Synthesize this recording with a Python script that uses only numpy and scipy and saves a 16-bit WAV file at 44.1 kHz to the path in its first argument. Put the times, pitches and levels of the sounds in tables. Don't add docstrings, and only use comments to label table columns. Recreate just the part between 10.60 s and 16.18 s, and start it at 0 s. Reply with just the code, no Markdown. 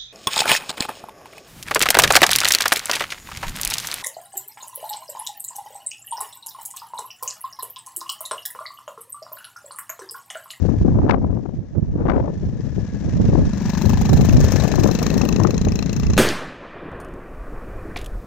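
import sys
import numpy as np
from scipy import signal
from scipy.fft import rfft, irfft
from scipy.io import wavfile
from scipy.ndimage import uniform_filter1d, map_coordinates

SR = 44100
rng = np.random.default_rng(int(sys.argv[2]) if len(sys.argv) > 2 else 0)


def voltage_ratio(level):
    return 10 ** (np.asarray(level, float) / 20)


def inscribe(sig):
    pcm = np.round(np.clip(np.atleast_2d(sig).T, -1, 1) * 32767)
    wavfile.write(sys.argv[1], SR, pcm.astype(np.int16))


N = 245975


def rms_one(x):
    return x / np.sqrt(np.mean(x ** 2) + 1e-20)


def in_time(rows):
    s, *columns = np.transpose(rows)
    return [np.interp(np.arange(N) / SR, s, c) for c in columns]


def drift(rate_hz):
    r = np.exp(-2 * np.pi * rate_hz / SR)
    noise = rng.standard_normal(N + 4000)
    return rms_one(signal.lfilter([1], [1, -2 * r, r * r], noise)[4000:])


def butter(x, hz, kind, order=2):
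    return signal.sosfilt(signal.butter(order, hz, kind, fs=SR, output="sos"), x)


def resonate(x, hz, width_hz):
    r = np.exp(-np.pi * width_hz / SR)
    poles = [1, -2 * r * np.cos(2 * np.pi * hz / SR), r * r]
    return signal.lfilter([(1 - r * r) / 2, 0, (r * r - 1) / 2], poles, x)


def resonate_twice(x, hz, width_hz):
    return resonate(resonate(x, hz, width_hz), hz, width_hz)


def swell(clicks, ms):
    r = np.exp(-1000 / (ms * SR))
    return signal.lfilter([0, np.e * (1 - r)], [1, -2 * r, r * r], clicks + 1e-18)


def delay(x, ms):
    return np.pad(x, (int(ms * 1e-3 * SR), 0))[:N]


def colour(x, points):
    hz, db = np.transpose(points)
    grid = np.maximum(np.fft.rfftfreq(4096, 1 / SR), 1)
    cepstrum = irfft(np.interp(np.log(grid), np.log(hz), db) * np.log(10) / 20)
    cepstrum[1:2048] *= 2
    cepstrum[2049:] = 0
    return signal.fftconvolve(x, irfft(np.exp(rfft(cepstrum))))[:N]


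def air(likeness):
    common, left, right = rng.standard_normal((3, N))
    return np.sqrt(likeness) * common + np.sqrt(1 - likeness) * np.array([left, right])


def street_floor():
    murmur = voltage_ratio(-52) * butter(air(.3), 4000, "low")
    far_whir = voltage_ratio(-52) * resonate(air(.3), 5650, 250)
    return murmur + far_whir


def gusting(gusts):
    lull_db, lull_hz = -40, 200
    s, db, rise, fall, hz = np.transpose(gusts)[:, :, None]
    since = np.arange(0, N + 64, 64) / SR - s
    below_peak = np.maximum(-since / np.abs(rise), since / np.abs(fall))
    power = voltage_ratio(2 * (db - 10 * below_peak))
    total = power.sum(axis=0) + voltage_ratio(2 * lull_db)
    rate_hz = ((power * hz).sum(axis=0) + voltage_ratio(2 * lull_db) * lull_hz) / total
    return in_time(np.transpose([since[0] + s[0], 10 * np.log10(total), rate_hz]))


def wind(gusts):
    level_db, rate_hz = gusting(gusts)
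    flutter = .6 * drift(24.84) + .5 * drift(90.2)
    speed = (rate_hz / 200) ** .85 * 2 ** (.25 * flutter)
    gain = voltage_ratio(level_db + 4.2 * flutter + 0.9 * drift(12.5))
    eddies = butter(rng.standard_normal(5 * N), 171, "low")
    eddies = rms_one(butter(eddies, 494, "low", order=1))
    passing = map_coordinates(eddies, [np.cumsum(speed) + 2000], order=1)
    passing = butter(passing, 69.8, "high")
    return gain * passing / uniform_filter1d(passing ** 2, size=2600) ** 0.36


def whips(fronts, ms):
    out = np.zeros(N + 1800)
    t_ms = np.arange(-600, 1200) / SR * 1000
    for (s, db, factor), noise in zip(fronts, rng.standard_normal((len(fronts), len(t_ms)))):
        burst = butter(butter(noise, 270 * factor, "low", order=3), 100, "high")
        half_ms = 0.38 * ms * (3.05 / factor) ** 0.2
        shape = np.exp(-(t_ms / half_ms) ** 2)
        burst = burst / np.sqrt(np.average(burst ** 2, weights=shape ** 2))
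        at = int(s * SR)
        out[at:at + len(t_ms)] += voltage_ratio(db + 6) * shape * burst
    return out[600:N + 600]


# middle in seconds, half length in seconds,
# level in dB, number of crackles.
CRACKLING = [(.515, .04, -19, 11), (1.5, .045, -18, 11), (1.61, .05, -23, 5), (2.75, .04, -26, 4),
             (4.27, .05, -22, 6), (4.64, .05, -22, 5), (4.85, .04, -25, 4)]


def crackles():
    rows = []
    for s, half, db, count in CRACKLING:
        chances = rng.standard_normal((count, 3))
        for slot, (late, strong, fast) in zip(np.linspace(-1, 1, count), chances):
            at = s + half * (slot + .5 * late / count)
            level_db = db + 2 * strong - 3.3 * slot ** 2
            speedup = 4.94 * np.exp((db + 18.5) / 15 + .15 * fast - .5 * slot ** 2)
            rows.append((at, level_db, speedup))
    return rows


# peak time in seconds, peak level in dB, rise in seconds per 10 dB,
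# fall in seconds per 10 dB (signs of both ignored), rate of passing eddies in Hz.
GUSTS_LEFT = [(.1, -11, 0.6, 0.17, 149.6), (.27, -12.5, 0.38, 0.24, 230.2), (.39, -15, .04, -0.02, 242.5),
              (.51, -10.5, 0.09, -0.11, 522.2), (.65, -13, 0.23, 0.21, 200),
              (1.32, -18.5, -0.09, 0.15, 155), (1.5, -11, -0.1151, 0.17, 501),
              (1.86, -18.5, 0.23, .28, 166.2), (2.16, -15, 0.11, 0.09, 150.1),
              (2.35, -19, -0.02, 0.09, 150.3), (2.74, -8.5, 0.19, 0.2, 200),
              (2.97, -17, -0.21, 0.07, 150.1), (3.31, -7.5, 0.1663, 0.21, 159.4),
              (3.6, -9.5, 0.09, -0.31, 180), (3.75, -6, 0.0449, -0.3, 125),
              (4.02, -10.5, -0.06, -0.06, 240.6), (4.18, -7.5, -0.05, -0.07, 291.7),
              (4.27, -9, 0.24, 0.07, 379), (4.58, -12.5, 0.21, 0.4, 271.9), (4.72, -11.5, 0, 0.42, 194),
              (4.85, -10, .1, 0.12, 387.7), (5.07, -14, 0.02, -0.16, 329.2), (5.22, -17, 0.16, 0.5, 155),
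              (5.45, -16, -0.07, 0.26, 134.9)]
GUSTS_RIGHT = [(.21, -9, 0.037, 0.065, 125), (.32, -13, 0.039, 0.11, 120.5), (.44, -11, 0.097, 0.083, 200),
               (.58, -14, 0.16, 0.14, 149.4), (.99, -18.5, .03, 0.049, 130),
               (1.16, -13.5, 0.014, 0.091, 171.8), (1.32, -15.5, 0.097, 0.096, 109.4),
               (1.4, -17, 0.048, 0.32, 200), (1.62, -19, 0.19, 0.054, 100), (1.87, -21, 0.16, 0.21, 125),
               (2.19, -23, 0.096, .15, 109.8), (2.43, -19, 0.033, 0.19, 130.2),
               (2.64, -8, .14, 0.15, 169.3), (2.84, -11, 0.0805, .07, 130.2),
               (3.09, -18, 0.068, .045, 130.4), (3.35, -12.5, 0.053, .11, 120), (3.52, -1, .04, .08, 200),
               (3.78, -6.5, 0.086, 0.076, 150.6), (4.21, -15.5, 0.067, 0.096, 125),
               (4.46, -19, .11, .02, 121), (4.54, -15, 0.016, 0.032, 170.6), (4.81, -22.5, .17, 0.21, 100),
               (5.02, -12, 0.0496, .1, 125), (5.47, -12.5, 0.095, .3, 105.2)]
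# time in seconds, peak level in dB, speed-up factor.
FRONTS_LEFT = [(.054, -16.5, 2.02), (.092, -16.5, 1.85), (.141, -14.5, 1.36), (.252, -8, 1.3),
               (.284, -7, 1.5), (.39, -15, 2.6), (.497, -5.5, 5.8), (.511, -10, 8.8), (.524, -14, 3.9),
               (.544, -9.5, 3.24), (.645, -14.5, 2), (.86, -21, 2.04), (1.488, -13.5, 4.13),
               (1.499, -13, 6.3), (1.519, -18.5, 4.3), (1.582, -16, 2.5), (1.602, -12, 2.5),
               (1.68, -22, 2.64), (2.755, -10.5, 1.9), (3.304, -21, 4), (4.053, -11, 2.65),
               (4.141, -16, 3.5), (4.184, -13, 2.57), (4.262, -6, 2.18), (4.291, -12, 2.7),
               (4.42, -17.5, 3), (4.614, -18.5, 4.45), (4.66, -13, 1.76), (4.801, -14, 4.84),
               (4.851, -8.5, 3.77)]
FRONTS_RIGHT = [(.418, -20, 3.7), (.444, -18, 2.6), (.575, -24, 3), (.666, -24, 1.98), (1.155, -21, 2),
                (1.359, -15.5, 1.53), (1.405, -22.5, 2.57), (2.731, -23.5, 2.61), (3.519, -24, 3.9),
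                (3.586, -28, 3.8)]


def wind_at_ports():
    left = wind(GUSTS_LEFT) + whips(FRONTS_LEFT, ms=10.1)
    right = wind(GUSTS_RIGHT) + whips(FRONTS_RIGHT, ms=10.1)
    return np.array([left + whips(crackles(), ms=3.2), right])


# time in seconds, firings per second.
CRANK = [(0, 24.83), (.6, 24.85), (1.1, 24.81), (1.5, 26.06), (1.9, 25.39), (2.5, 24.63), (3.3, 25.07),
         (3.8, 25.88), (4.15, 25.31), (4.6, 26.97), (5.1, 28.31), (5.6, 29.85)]


def crank():
    start = .518
    return start + np.cumsum(in_time(CRANK)[0]) / SR


def firings(spread_db, jitter_ms, turn=0):
    cycles = crank()
    chance = rng.standard_normal((int(cycles[-1]), 2))
    due = np.interp(np.arange(len(chance)) + 1 + turn, cycles, np.arange(N), right=2 * N)
    at = (due + jitter_ms / 1000 * SR * chance[:, 0]).astype(int)
    inside = at < N
    clicks = np.zeros(N)
    clicks[at[inside]] = voltage_ratio(spread_db * chance[inside, 1])
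    return clicks


# frequency in Hz, width in Hz, level in dB.
CASING = [(636, 410, -1), (1174, 500, 4.5), (1715, 466, 4), (2750, 860, 5), (3570, 1570, -1),
          (5760, 1230, 5)]


def casing_clatter(fire, heading):
    ticks = swell(firings(spread_db=-5, jitter_ms=1.4, turn=0.48), 0.2)
    knock = 0.17 + 0.55 * np.clip(heading / 40, 0, 1)
    beat = .5 + knock * swell(fire, 2.4) + 0.042 * ticks
    rattle = air(0.89) * beat * voltage_ratio(2.5 * drift(89))
    rattle = rattle - .7 * butter(rattle, 7000, "high", order=1)
    ringing = sum((-1) ** k * voltage_ratio(db) * resonate(rattle, hz, width)
                  for k, (hz, width, db) in enumerate(CASING))
    mesh = 2 * np.pi * crank() * 68
    whine = drift(45) * np.cos(mesh) + drift(45) * np.sin(mesh)
    return rms_one(ringing + voltage_ratio(-6.5) * rattle) + voltage_ratio(-11.5) * whine


# frequency in Hz, width in Hz, level in dB.
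TAILPIPE = [(1150, 320, 0), (2630, 260, 8), (4050, 460, 6), (5500, 460, 5), (6450, 440, 4)]


def gas_puff(fire, heading):
    late = delay(fire, ms=.7)
    jet = swell(late, 1.2) + 0.035 * swell(late, 13)
    gas = air(0.41) * jet * voltage_ratio(2.5 * drift(370))
    rings = sum((-1) ** k * voltage_ratio(db + 3 * drift(16.2)) * resonate_twice(gas, hz, width)
                for k, (hz, width, db) in enumerate(TAILPIPE))
    facing = .6 - .4 * np.cos(np.radians(heading))
    return rms_one(rings + voltage_ratio(-8 * facing) * gas)


def overtone(fire, hz, level_db, ms):
    out, t = np.zeros(N + 1000), np.arange(1000) / SR
    for i in np.flatnonzero(fire):
        age = t * 1000 / ms[i]
        ring = age * np.exp(1 - age) * np.sin(2 * np.pi * hz[i] * t)
        out[i:i + 1000] += fire[i] * voltage_ratio(level_db[i]) * ring
    return out[:N]


# frequency in Hz, width in Hz, level in dB.
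PIPE = [(184, 120, 0), (480, 130, -20)]


def exhaust_thump(first, fire, heading, over_hz, over_db):
    body = sum(voltage_ratio(db) * resonate_twice(fire, hz, width) for hz, width, db in PIPE)
    ring_ms = np.interp(heading, [0, 45, 125, 160], [2.2, 1.34, 1.38, 2.3])
    return rms_one(body) + overtone(first, over_hz, over_db + 17.5, ring_ms)


# time in seconds, clatter level in dB, thump level in
# dB.
BIKE = [(0, -45, -27.5), (.6, -59.5, -45), (1.2, -60.5, -41), (1.8, -52, -34), (2.4, -45.5, -29.5),
        (2.8, -44, -24), (3.15, -37, -18.5), (3.5, -37, -17.5), (3.95, -32, -23.5), (4.2, -36, -27.5),
        (4.45, -35, -19.5), (4.95, -43, -22), (5.58, -42.5, -24.5)]
# time in seconds, heading in degrees from nose-on 0 to tail-on 180.
HEADING = [(0, 0), (2.35, 0), (2.8, 20), (3.6, 75), (4.45, 155), (4.9, 180), (5.6, 180)]
# heading in degrees, puff level in dB over the clatter,
# overtone frequency in Hz, overtone level in dB.
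ASPECT = [(0, -20.5, 477, -16.5), (12, -7, 560, -25), (20, -9, 919.5, -30.5), (46, 0, 913, -17.5),
          (73.99, 3, 714, -14.5), (100, .5, 476, -5.5), (125, 1.5, 630, -5), (155, 5, 418, -12.5),
          (180, 8.5, 422.7, -15.5)]


def minibike():
    clatter_db, thump_db = in_time(BIKE)
    heading, = in_time(HEADING)
    degrees, *pattern = np.transpose(ASPECT)
    puff_db, over_hz, over_db = [np.interp(heading, degrees, p) for p in pattern]

    first = firings(spread_db=.9, jitter_ms=.25)
    second = np.interp(heading, [75, 155], [.9, .1])
    fire = (first + second * delay(first, ms=4.9)) / (1 + .8 * second)

    thump = voltage_ratio(thump_db - 0.07) * exhaust_thump(first, fire, heading, over_hz, over_db)
    puff = voltage_ratio(puff_db) * gas_puff(fire, heading)
    bright = voltage_ratio(clatter_db + 9.5) * (casing_clatter(fire, heading) + puff)

    treble_db = -14 + .9 * (clatter_db + 34.5)
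    low = butter(bright, 8560, "low", order=6)
    high = butter(bright, 9140, "high", order=4)
    bright = low + voltage_ratio(treble_db + 21.5 + 3 * drift(30)) * high

    pan_db = 1.5
    left, right = (thump + bright) * voltage_ratio(np.array([[pan_db], [-pan_db]]) / 2)
    lag_ms = .08 * np.sin(np.radians(0.806 * heading))
    left = map_coordinates(left, [np.arange(N) - lag_ms * SR / 1000], order=3)
    return np.array([left, right])


def scene():
    return street_floor() + wind_at_ports() + minibike()


# frequency in
# Hz, level in dB.
PORT_LEFT = [(60, -1), (1000, -5), (3000, -11), (7000, -7.5), (8300, -18), (9800, -33.5), (12000, -23.5),
             (15500, -22)]
PORT_RIGHT = [(60, .5), (1000, -9.5), (3000, -20), (4200, -26), (5000, -34.5), (8500, -38.5),
              (12000, -25.5), (15500, -16.5)]


def microphone_ports(dry):
    ports = np.array([colour(dry[0], PORT_LEFT), colour(dry[1], PORT_RIGHT)])
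    return ports + voltage_ratio(-83) * butter(rng.standard_normal((2, N)), 10500, "high", order=4)


def top_cut(x):
    return signal.sosfilt(signal.butter(12, 16990, fs=SR, output="sos"), x)


def record(dry):
    limited = .98 * np.tanh(microphone_ports(dry) / .98)
    band_edge = signal.cheby2(14, 50, 16100, fs=SR, output="sos")
    mix = signal.sosfilt(band_edge, limited)
    return top_cut(mix)


dry = scene()
out = record(dry)
inscribe(out)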